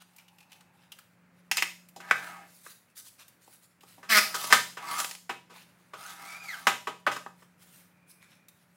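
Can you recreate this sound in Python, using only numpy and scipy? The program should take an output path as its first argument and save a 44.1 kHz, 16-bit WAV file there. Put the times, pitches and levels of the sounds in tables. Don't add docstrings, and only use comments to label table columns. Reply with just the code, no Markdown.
import sys
import numpy as np
from scipy import signal
from scipy.fft import rfft, irfft, next_fast_len
from scipy.io import wavfile
from scipy.ndimage import uniform_filter1d

SR = 44100
rng = np.random.default_rng(int(sys.argv[2]) if len(sys.argv) > 2 else 0)


def wav_out(sig):
    wavfile.write(sys.argv[1], SR, np.round(np.clip(np.atleast_2d(sig).T, -1, 1) * 32767).astype(np.int16))


N = 386316
TIME = np.arange(N) / SR
MIDDLE_HZ = 1370


def knocks(level_db=-3.5, ring_db=-5.5, snap_s=0.0013, free_ring_s=0.26, bench_hz=132.2, bench_s=0.087):
    # start_s, level_db,
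    # hardness_db (treble over middle), pitch_hz, t60_s, rise_s (time to full contact),
    # hollow_db (how far the contact pitch stands out)
    hits = [(1.5136, -25, -3, 2160, 0.078, 0.00014, -1.5), (1.57, -34, 5, 2300, 0.05, 0.00025, -13),
            (1.579, -27, -7.5, 2600, 0.14, .0005, 0), (1.623, -22.5, -9, 2360, 0.079, 0.00012, -5.5),
            (1.961, -50, -2, 720, 0.14, 0.00089, -1), (2.002, -45.5, -9, 1490, .14, .0014, -11),
            (2.11, -15.5, -20.5, 1700, 0.078, 0.00024, -0.5), (2.662, -46.5, -15, 1400, 0.053, 0.0036, 8.5),
            (3.477, -62, -15.5, 754, .044, 0.00029, -3.5), (3.832, -56.5, -7.5, 965, 0.056, .002, 1),
            (3.978, -57, -12, 800, 0.14, .0026, 0), (4.028, -46.5, -11.5, 1385, 0.45, .002, -6),
            (4.183, -19.5, -5.5, 1780, 0.055, 0.0026, 14.5), (4.342, -30, -3, 1350, 0.088, .014, 0),
            (4.441, -39, -0.5, 1070, 0.099, 0.00023, -29), (4.502, -28.5, -5, 1420, 0.45, 0.0054, -24),
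            (4.525, -9.5, -9, 1595, 0.16, 0.00018, -6.5), (4.769, -37.5, -12, 1380, 0.1, 0.0088, -13),
            (5.001, -35.5, 2, 1360, .06, 0.00025, -11), (5.044, -37, -1, 1690, 0.033, 0.0017, -23),
            (5.111, -45, 1, 2050, 0.046, 0.00055, -12), (5.15, -50.5, 0.5, 2470, 0.034, .0003, -8),
            (5.293, -30, -14.5, 1167, 0.15, 0.0022, -21.5), (5.495, -52.5, -8, 1163, 0.22, 0.016, -9),
            (5.934, -40, -15, 1180, 0.16, 0.0023, -7), (6.669, -15.5, -12, 1400, 0.17, 0.00062, -15),
            (6.87, -29, -16.5, 1020, 0.18, 0.0022, -9.5), (7.065, -21, -20, 1370, 0.18, 0.00071, -5.5),
            (7.073, -23.5, -27, 1050, 0.12, 0.00024, -9.5), (7.115, -35, -6.5, 1280, 0.27, 0.0017, -32),
            (7.162, -35.5, -10.5, 1320, 0.083, .0028, -1), (7.262, -38.5, -26, 1103, 0.064, 0.00097, 4.5),
            (7.421, -56.5, -12, 1262, .08, 0.0035, -3)]
    # low_hz, high_hz
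    bands = [(170, 660), (750, 3200), (3100, 7000), (7000, 16000)]
    out, t = np.zeros(N), np.arange(SR // 4) / SR
    for start_s, hit_db, hardness_db, pitch_hz, t60_s, rise_s, hollow_db in hits:
        thud_db = -12.5 - 10.5 * np.log2(pitch_hz / MIDDLE_HZ) - 0.21 * (hit_db + 35)
        fizz_db = -4 + 1.1 * hardness_db
        band_levels = hit_db + np.array([thud_db, 0, hardness_db, fizz_db])
        snap = 1 + np.exp(-t / snap_s)
        burst = rng.choice([-1., 1.], len(t)) * amp(-60 * t / t60_s) * snap
        ring = board_ring(t, damping=max(free_ring_s / t60_s, 1))
        wood = burst / np.linalg.norm(burst) + amp(ring_db) * ring
        wood *= 1 - np.exp(-t / rise_s)
        contact = filtered(wood, 2, pitch_hz * np.exp([-.315, .315]), "band")
        clack = unit(wood) + amp(hollow_db) * unit(contact)
        clack = filtered(clack, 2, 0.23 * pitch_hz, "high")
        fizz = filtered(wood, 1, 7000, "low")
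        thud = filtered(wood, 1, 300, "high")
        for band, band_db, drive in zip(bands, band_levels, (thud, clack, wood, fizz)):
            layer = filtered(drive, 4, band, "band")
            attack_rms = np.std(layer[:SR // 40])
            add(out, start_s, amp(band_db + level_db) * layer / attack_rms)
        bench = np.sin(2 * np.pi * bench_hz * t) * np.exp(-t / bench_s) * (1 - np.exp(-t * bench_hz))
        push = unit(filtered(burst, 2, 70, "low"))
        add(out, start_s, amp(hit_db + thud_db - 22) * bench + amp(hit_db - 64.5) * push)
    return out


def board_ring(t, damping=1.):
    # pitch_hz, level_db, t60_s
    modes = [(226, -16, 0.058), (255, -14, 0.19), (377, -9.5, 0.13), (466, -6, 0.076), (630, -4, 0.11),
             (708, -3, 0.077), (794.5, -3, 0.18), (977, -1.5, .16), (1141.8, 1, 0.1), (1210, -7.5, 0.011),
             (1254, -5.5, 0.21), (1456, -4.5, 0.084), (1539, -1.5, 0.11), (1694, -1, 0.03),
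             (1790, -0.5, 0.094), (1997, -5, 0.16), (2123, 2, 0.049), (2330, -12, 0.16), (2560, -5.5, 0.3),
             (2747, -7, .13), (3057, -10, 0.12), (4174, -10.5, .08), (4920, -10, 0.08), (5100, -1.5, 0.21),
             (5470, -4, 0.11)]
    hz, db, t60_s = np.transpose(modes)[:, :, None]
    favour_db, phase = rng.uniform(-2, 2, hz.shape), rng.random(hz.shape)
    envelopes = amp(db + favour_db - 60 * t * damping / t60_s)
    ring = (envelopes * np.sin(2 * np.pi * (hz * t + phase))).sum(0)
    return ring / np.linalg.norm(ring)


def through_board(force, ring_db):
    return force + amp(ring_db) * signal.oaconvolve(force, board_ring(np.arange(SR // 4) / SR))[:N]


def judder(level_db=-3.0, uneven_db=2.5, scrape_db=1.5, rasp_db=-4.5):
    # time_s, slip_rate_hz, level_db
    shove = [(4.09, 230, -39), (4.104, 230, -20), (4.13, 215.5, -14), (4.15, 209.5, -18.5),
             (4.18, 205.8, -12), (4.2, 229, -28), (4.25, 225.5, -35.5)]
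    # frequency_hz, level_db
    slip_eq = [(60, -35.5), (140, -11.5), (215, 1.5), (450, -8), (800, -6.5), (1300, 1), (2100, 0),
               (3400, -3.5), (5200, 1), (6800, -9), (9000, -7), (15000, -12.5)]
    rate_hz, db = curves(shove)
    cycles = np.cumsum(rate_hz * (1 + .008 * wander(200))) / SR
    slips = np.diff(np.floor(cycles), prepend=0) * amp(uneven_db * wander(270))
    t = np.arange(SR // 250) / SR
    bending_wave = signal.chirp(t, 16000, t[-1], 300, "logarithmic") * np.exp(-2 * t / t[-1])
    slips = unit(signal.oaconvolve(slips, bending_wave)[:N])
    scrape = filtered(rng.standard_normal(N) * np.exp(-(cycles % 1) / .4), 2, 2800, "high")
    force = slips + amp(scrape_db) * unit(mottle(scrape))
    wood = colour(through_board(force, ring_db=-8.5), slip_eq)
    rasp = unit(resonate(wood, hz=1900, width_hz=700))
    return amp(db + level_db) * gate(shove) * unit(wood + amp(rasp_db) * rasp)


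def slides(rub_trim_db=-2.0, grit_trim_db=-4.5, chatter_db=1.5, groan_even_db=-38.0):
    # frequency_hz, level_db
    rub_eq = [(60, -38), (150, -8.5), (400, -10), (700, -6), (920, -5.5), (1150, -3.5), (1800, -2.5),
              (2600, -6.5), (3600, -20), (8000, -37.5)]
    grit_eq = [(500, -42), (2000, -19.5), (3200, 1.5), (5000, 1.5), (7000, 0), (11000, -1), (16000, -7)]
    rub_db, grit_db, groan_hz = pushes()
    catches = grains(per_s=5000, spread_db=1.5) * amp(chatter_db * wander(86))
    wood = colour(through_board(catches, ring_db=-5.5), rub_eq)
    groan = resonate(resonate(wood, groan_hz, 280), groan_hz, 600)
    groan /= np.sqrt(uniform_filter1d(groan ** 2, size=SR // 20) + 1e-12)
    groan_share = amp(np.clip(.7 * (rub_db - groan_even_db), -6, 6))
    rub = (wood + groan_share * groan) / np.hypot(1, groan_share)
    grit = colour(mottle(catches), grit_eq)
    return amp(rub_db + rub_trim_db) * rub + amp(grit_db + grit_trim_db) * grit


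def pushes(rub_power=.9, grit_power=1.6):
    # start_s, rise_s, fall_s, rub_db, grit_db, groan_from_hz, groan_to_hz
    moves = [(1.991, 0.22, 0.19, -42, -49, 1835, 1414), (2.33, 0.048, 0.15, -51, -62, 690, 417),
             (4.17, 0.081, 0.096, -45, -54, 1700, 1080), (4.29, 0.15, 0.14, -40, -34.5, 1390, 930),
             (4.772, 0.23, 0.036, -34, -37.5, 1000, 1210), (4.95, 0.052, 0.19, -52.5, -37.5, 1230, 1150),
             (5.919, 0.17, 0.13, -48, -45.5, 1300, 1410), (6.17, 0.1, 0.18, -46, -46.5, 1200, 1480),
             (6.40, 0.069, 0.35, -50, -47.5, 1390, 1070)]
    rub, grit, weighted_hz = np.full(N, 1e-9), np.zeros(N), np.full(N, 1e-9 * MIDDLE_HZ)
    for start_s, rise_s, fall_s, rub_db, grit_db, from_hz, to_hz in moves:
        speed = swell(start_s, rise_s, fall_s)
        rubbing = amp(rub_db) * speed ** rub_power
        rub += rubbing
        grit += amp(grit_db) * speed ** grit_power
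        weighted_hz += rubbing * np.interp(TIME, [start_s, start_s + rise_s + fall_s], [from_hz, to_hz])
    return 20 * np.log10(rub), 20 * np.log10(grit + 1e-9), weighted_hz / rub


def squeal(level_db=-0.5, overtone_db_per_octave=-11.5, rasp_db=-11.5):
    # time_s, pitch_hz, level_db
    glide = [(5.99, 1150, -69), (6.06, 1472, -54.5), (6.19, 1910, -70.5), (6.3, 2265, -48.5),
             (6.44, 2437, -49.5), (6.485, 2220, -43), (6.545, 1580, -42), (6.6, 903, -61)]
    hz, db = curves(glide)
    jitter = 1 + .017 * wander(1100) + .009 * wander(60)
    phase = 2 * np.pi * np.cumsum(hz * jitter) / SR
    tone = np.zeros(N)
    for harmonic in (1, 2, 3):
        rasp = 1 + amp(rasp_db) * wander(900)
        tone += amp(overtone_db_per_octave * np.log2(harmonic)) * np.sin(harmonic * phase) * rasp
    flutter_db = 3 * wander(320) + 3.2 * wander(70)
    return amp(db + level_db + flutter_db) * gate(glide) * unit(tone)


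def ticks(level_db=-12.0, rise_s=0.0011, decay_s=0.0074, body_db=11.5):
    # start_s, level_db, brightness_db, pitch_hz
    touches = [(0.0176, -39, -3, 1500), (0.1626, -50.5, 16, 2860), (0.183, -37, -3, 2360),
               (0.2808, -39, -18, 2830), (0.384, -40.5, -4, 2640), (0.404, -38, -20, 2540),
               (0.4267, -44, -20, 2530), (0.518, -33.5, -14, 2660), (0.528, -35, -16, 3170),
               (0.607, -38, -27, 1370), (0.919, -26, -4, 2790), (0.9867, -32.5, -3, 1390),
               (1.886, -42, 7.5, 2520), (3.28, -53.5, 21.5, 3040), (3.8076, -40.5, -6, 2880),
               (8.4834, -39.5, 7, 3900)]
    out, t = np.zeros(N), np.arange(SR // 25) / SR
    for start_s, db, brightness_db, pitch_hz in touches:
        click = rng.standard_normal(len(t)) * np.exp(-t / decay_s) * (1 - np.exp(-t / rise_s))
        click = filtered(click, 2, 1100, "high")
        dull = filtered(click, 1, 6000, "low")
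        bright = amp(brightness_db) * (click - dull)
        body = amp(body_db) * resonate(click, pitch_hz, width_hz=383)
        add(out, start_s, amp(db + level_db) * (dull + body + bright))
    return out


def rustle(brush_trim_db=-5.0, sheen_trim_db=-6.0, uneven_db=4.5, rise_share=0.47):
    # start_s, length_s, brush_db, sheen_db
    strokes = [(0, 0.036, -55, -63), (0.15, .11, -63, -70), (0.27, 0.21, -77, -66), (0.48, 0.096, -57, -61),
               (0.77, 0.28, -67.5, -78), (2.42, 0.4, -71.5, -55.5), (2.949, 0.068, -54, -40.5),
               (3.041, 0.06, -58, -44), (3.178, 0.065, -51.5, -53.5), (3.406, 0.12, -67, -56),
               (3.502, 0.076, -65, -55.5), (3.61, 0.073, -73.5, -60.5), (3.786, 0.25, -67.5, -61.5),
               (5.486, 0.18, -58, -62.5), (5.636, 0.34, -72, -69.5), (7.358, 0.12, -63, -61),
               (7.555, 0.35, -64, -56.5), (8.06, 0.094, -71.5, -56.5), (8.189, 0.22, -60, -64),
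               (8.499, 0.65, -75.5, -69)]
    # frequency_hz, level_db
    brush_eq = [(300, -33), (900, -3), (1600, 0), (2700, -0.5), (5500, -9), (8000, -14.5), (16000, -29)]
    sheen_eq = [(1000, -43), (4000, -5.5), (6500, -6.5), (10000, -2.5), (16000, -8)]
    brush_gain, sheen_gain = np.full(N, amp(-78)), np.full(N, amp(-77.5))
    for start_s, length_s, brush_db, sheen_db in strokes:
        stroke = swell(start_s, length_s * rise_share, length_s * (1 - rise_share)) ** 1.03
        brush_gain += amp(brush_db) * stroke
        sheen_gain += amp(sheen_db) * stroke
    threads = colour(mottle(grains(per_s=6000, spread_db=1.6)), brush_eq)
    fuzz = colour(mottle(grains(per_s=9000, spread_db=1.6)), sheen_eq)
    cloth = amp(brush_trim_db) * brush_gain * threads + amp(sheen_trim_db) * sheen_gain * fuzz
    return amp(uneven_db * wander(35)) * cloth


def hall(send, build_s=0.011):
    # frequency_hz, t60_s
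    decay_times = [(150, 0.33), (500, 0.36), (1500, 0.26), (4000, 0.4), (8000, .45), (16000, 0.46)]
    echoes = rng.standard_normal(SR) * (rng.random(SR) < .15)
    hz, t, bands = signal.stft(echoes, SR, nperseg=256)
    bands = bands * amp(-60 * t / value_at(decay_times, hz)[:, None]) * (1 - np.exp(-t / build_s))
    tail = signal.istft(bands, SR, nperseg=256)[1]
    return signal.fftconvolve(send, tail / np.linalg.norm(tail))[:N]


def fan(hum_hz=177.5, waver_hz=0.41, air_swell_db=1.4, hum_swell_db=1.2):
    # time_s, level_db
    hum_ride = [(0, -69.5), (1.1, -70), (1.45, -61), (2.45, -62.5), (2.95, -87.5), (4.4, -61), (5.7, -69),
                (7.1, -62.5), (8.76, -72)]
    air_ride = [(0, -69.5), (1.6, -66), (2.9, -68.5), (4.5, -65), (7.0, -67.5), (8.76, -66)]
    # frequency_hz, level_db
    air_eq = [(15, -61.5), (25, -37.5), (43, -33), (102, -1), (161, 0.5), (293, -5.5), (439, -11.5),
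              (575, -6), (641, -10.5), (1100, -11), (1440, -9.5), (2350, -13), (3340, -26), (12900, -33.5),
              (16000, -29.5)]
    hum_db, air_db = curves(hum_ride)[0], curves(air_ride)[0]
    hum = unit(np.sin(2 * np.pi * np.cumsum(hum_hz + waver_hz * wander(5.5)) / SR))
    air = colour(rng.standard_normal(N), air_eq) * amp(air_swell_db * wander(3))
    return amp(hum_db + hum_swell_db * wander(9.8)) * hum + amp(air_db) * air


def faint_hisses(width_hz=150.0):
    # start_s, length_s, pitch_hz, level_db
    hisses = [(-.3, 1.6, 2600, -78), (-.1, 1.3, 835, -70.5), (7.799, 0.8, 2414, -72)]
    out = np.zeros(N)
    for start_s, length_s, hz, db in hisses:
        band = resonate(resonate(rng.standard_normal(N), hz, width_hz), hz, 2 * width_hz)
        out += amp(db) * swell(start_s, length_s / 2, length_s / 2) * unit(band)
    return out


def grains(per_s, spread_db):
    catches = (rng.random(N) < per_s / SR) * rng.standard_normal(N)
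    return catches * amp(spread_db * np.minimum(rng.exponential(1, N), 4))


def mottle(x, depth_db=3):
    bands = signal.stft(x, SR, nperseg=512)[2]
    patches = unit(uniform_filter1d(uniform_filter1d(rng.standard_normal(bands.shape), 7, 0), 7, 1))
    return signal.istft(bands * amp(depth_db * patches), SR, nperseg=512)[1][:N]


def resonate(x, hz, width_hz):
    carrier = np.exp(2j * np.pi * np.cumsum(hz * np.ones(len(x))) / SR)
    pole = np.exp(-np.pi * width_hz / SR)
    return 2 * (carrier * signal.lfilter([1 - pole], [1, -pole], x / carrier)).real


def filtered(x, order, hz, kind):
    return signal.sosfilt(signal.butter(order, hz, kind, fs=SR, output="sos"), x)


def colour(x, eq):
    size = next_fast_len(len(x))
    gain = amp(value_at(eq, np.fft.rfftfreq(size, 1 / SR)))
    return unit(irfft(rfft(x, size) * gain, size)[:len(x)])


def value_at(points, hz):
    point_hz, values = np.transpose(points)
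    return np.interp(np.log(hz + 1), np.log(point_hz), values)


def curves(rows):
    time_s, *columns = np.transpose(rows)
    return [np.interp(TIME, time_s, column) for column in columns]


def gate(rows):
    return uniform_filter1d(1. * (TIME > rows[0][0]) * (TIME < rows[-1][0]), size=200)


def swell(start_s, rise_s, fall_s):
    ramp = np.interp(TIME, start_s + np.cumsum([0, rise_s, fall_s]), [0, 1, 0])
    return np.sin(np.pi / 2 * ramp)


def wander(per_s):
    return unit(np.interp(TIME * per_s, np.arange(N // 10), rng.standard_normal(N // 10)))


def add(mix, start_s, sound):
    part = mix[round(start_s * SR):][:len(sound)]
    part += sound[:len(part)]


def amp(db):
    return 10 ** (np.asarray(db) / 20)


def unit(x):
    return x / np.sqrt(np.mean(x ** 2) + 1e-20)


def scene(impact_send_db=-8., friction_send_db=-5.5):
    impacts = knocks() + ticks()
    friction = slides() + judder() + squeal() + rustle()
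    reverb = hall(amp(impact_send_db) * impacts + amp(friction_send_db) * friction)
    return (impacts + friction + reverb + fan() + faint_hisses())[None]


def record(dry, ceiling=0.9, cutoff_hz=15950):
    rounded = dry / (1 + (dry / ceiling) ** 6) ** (1 / 6)
    low_pass = signal.firwin(401, cutoff_hz, window=("kaiser", 8), fs=SR)
    return signal.oaconvolve(rounded, low_pass[None], "same")


dry = scene()
out = record(dry)
wav_out(out)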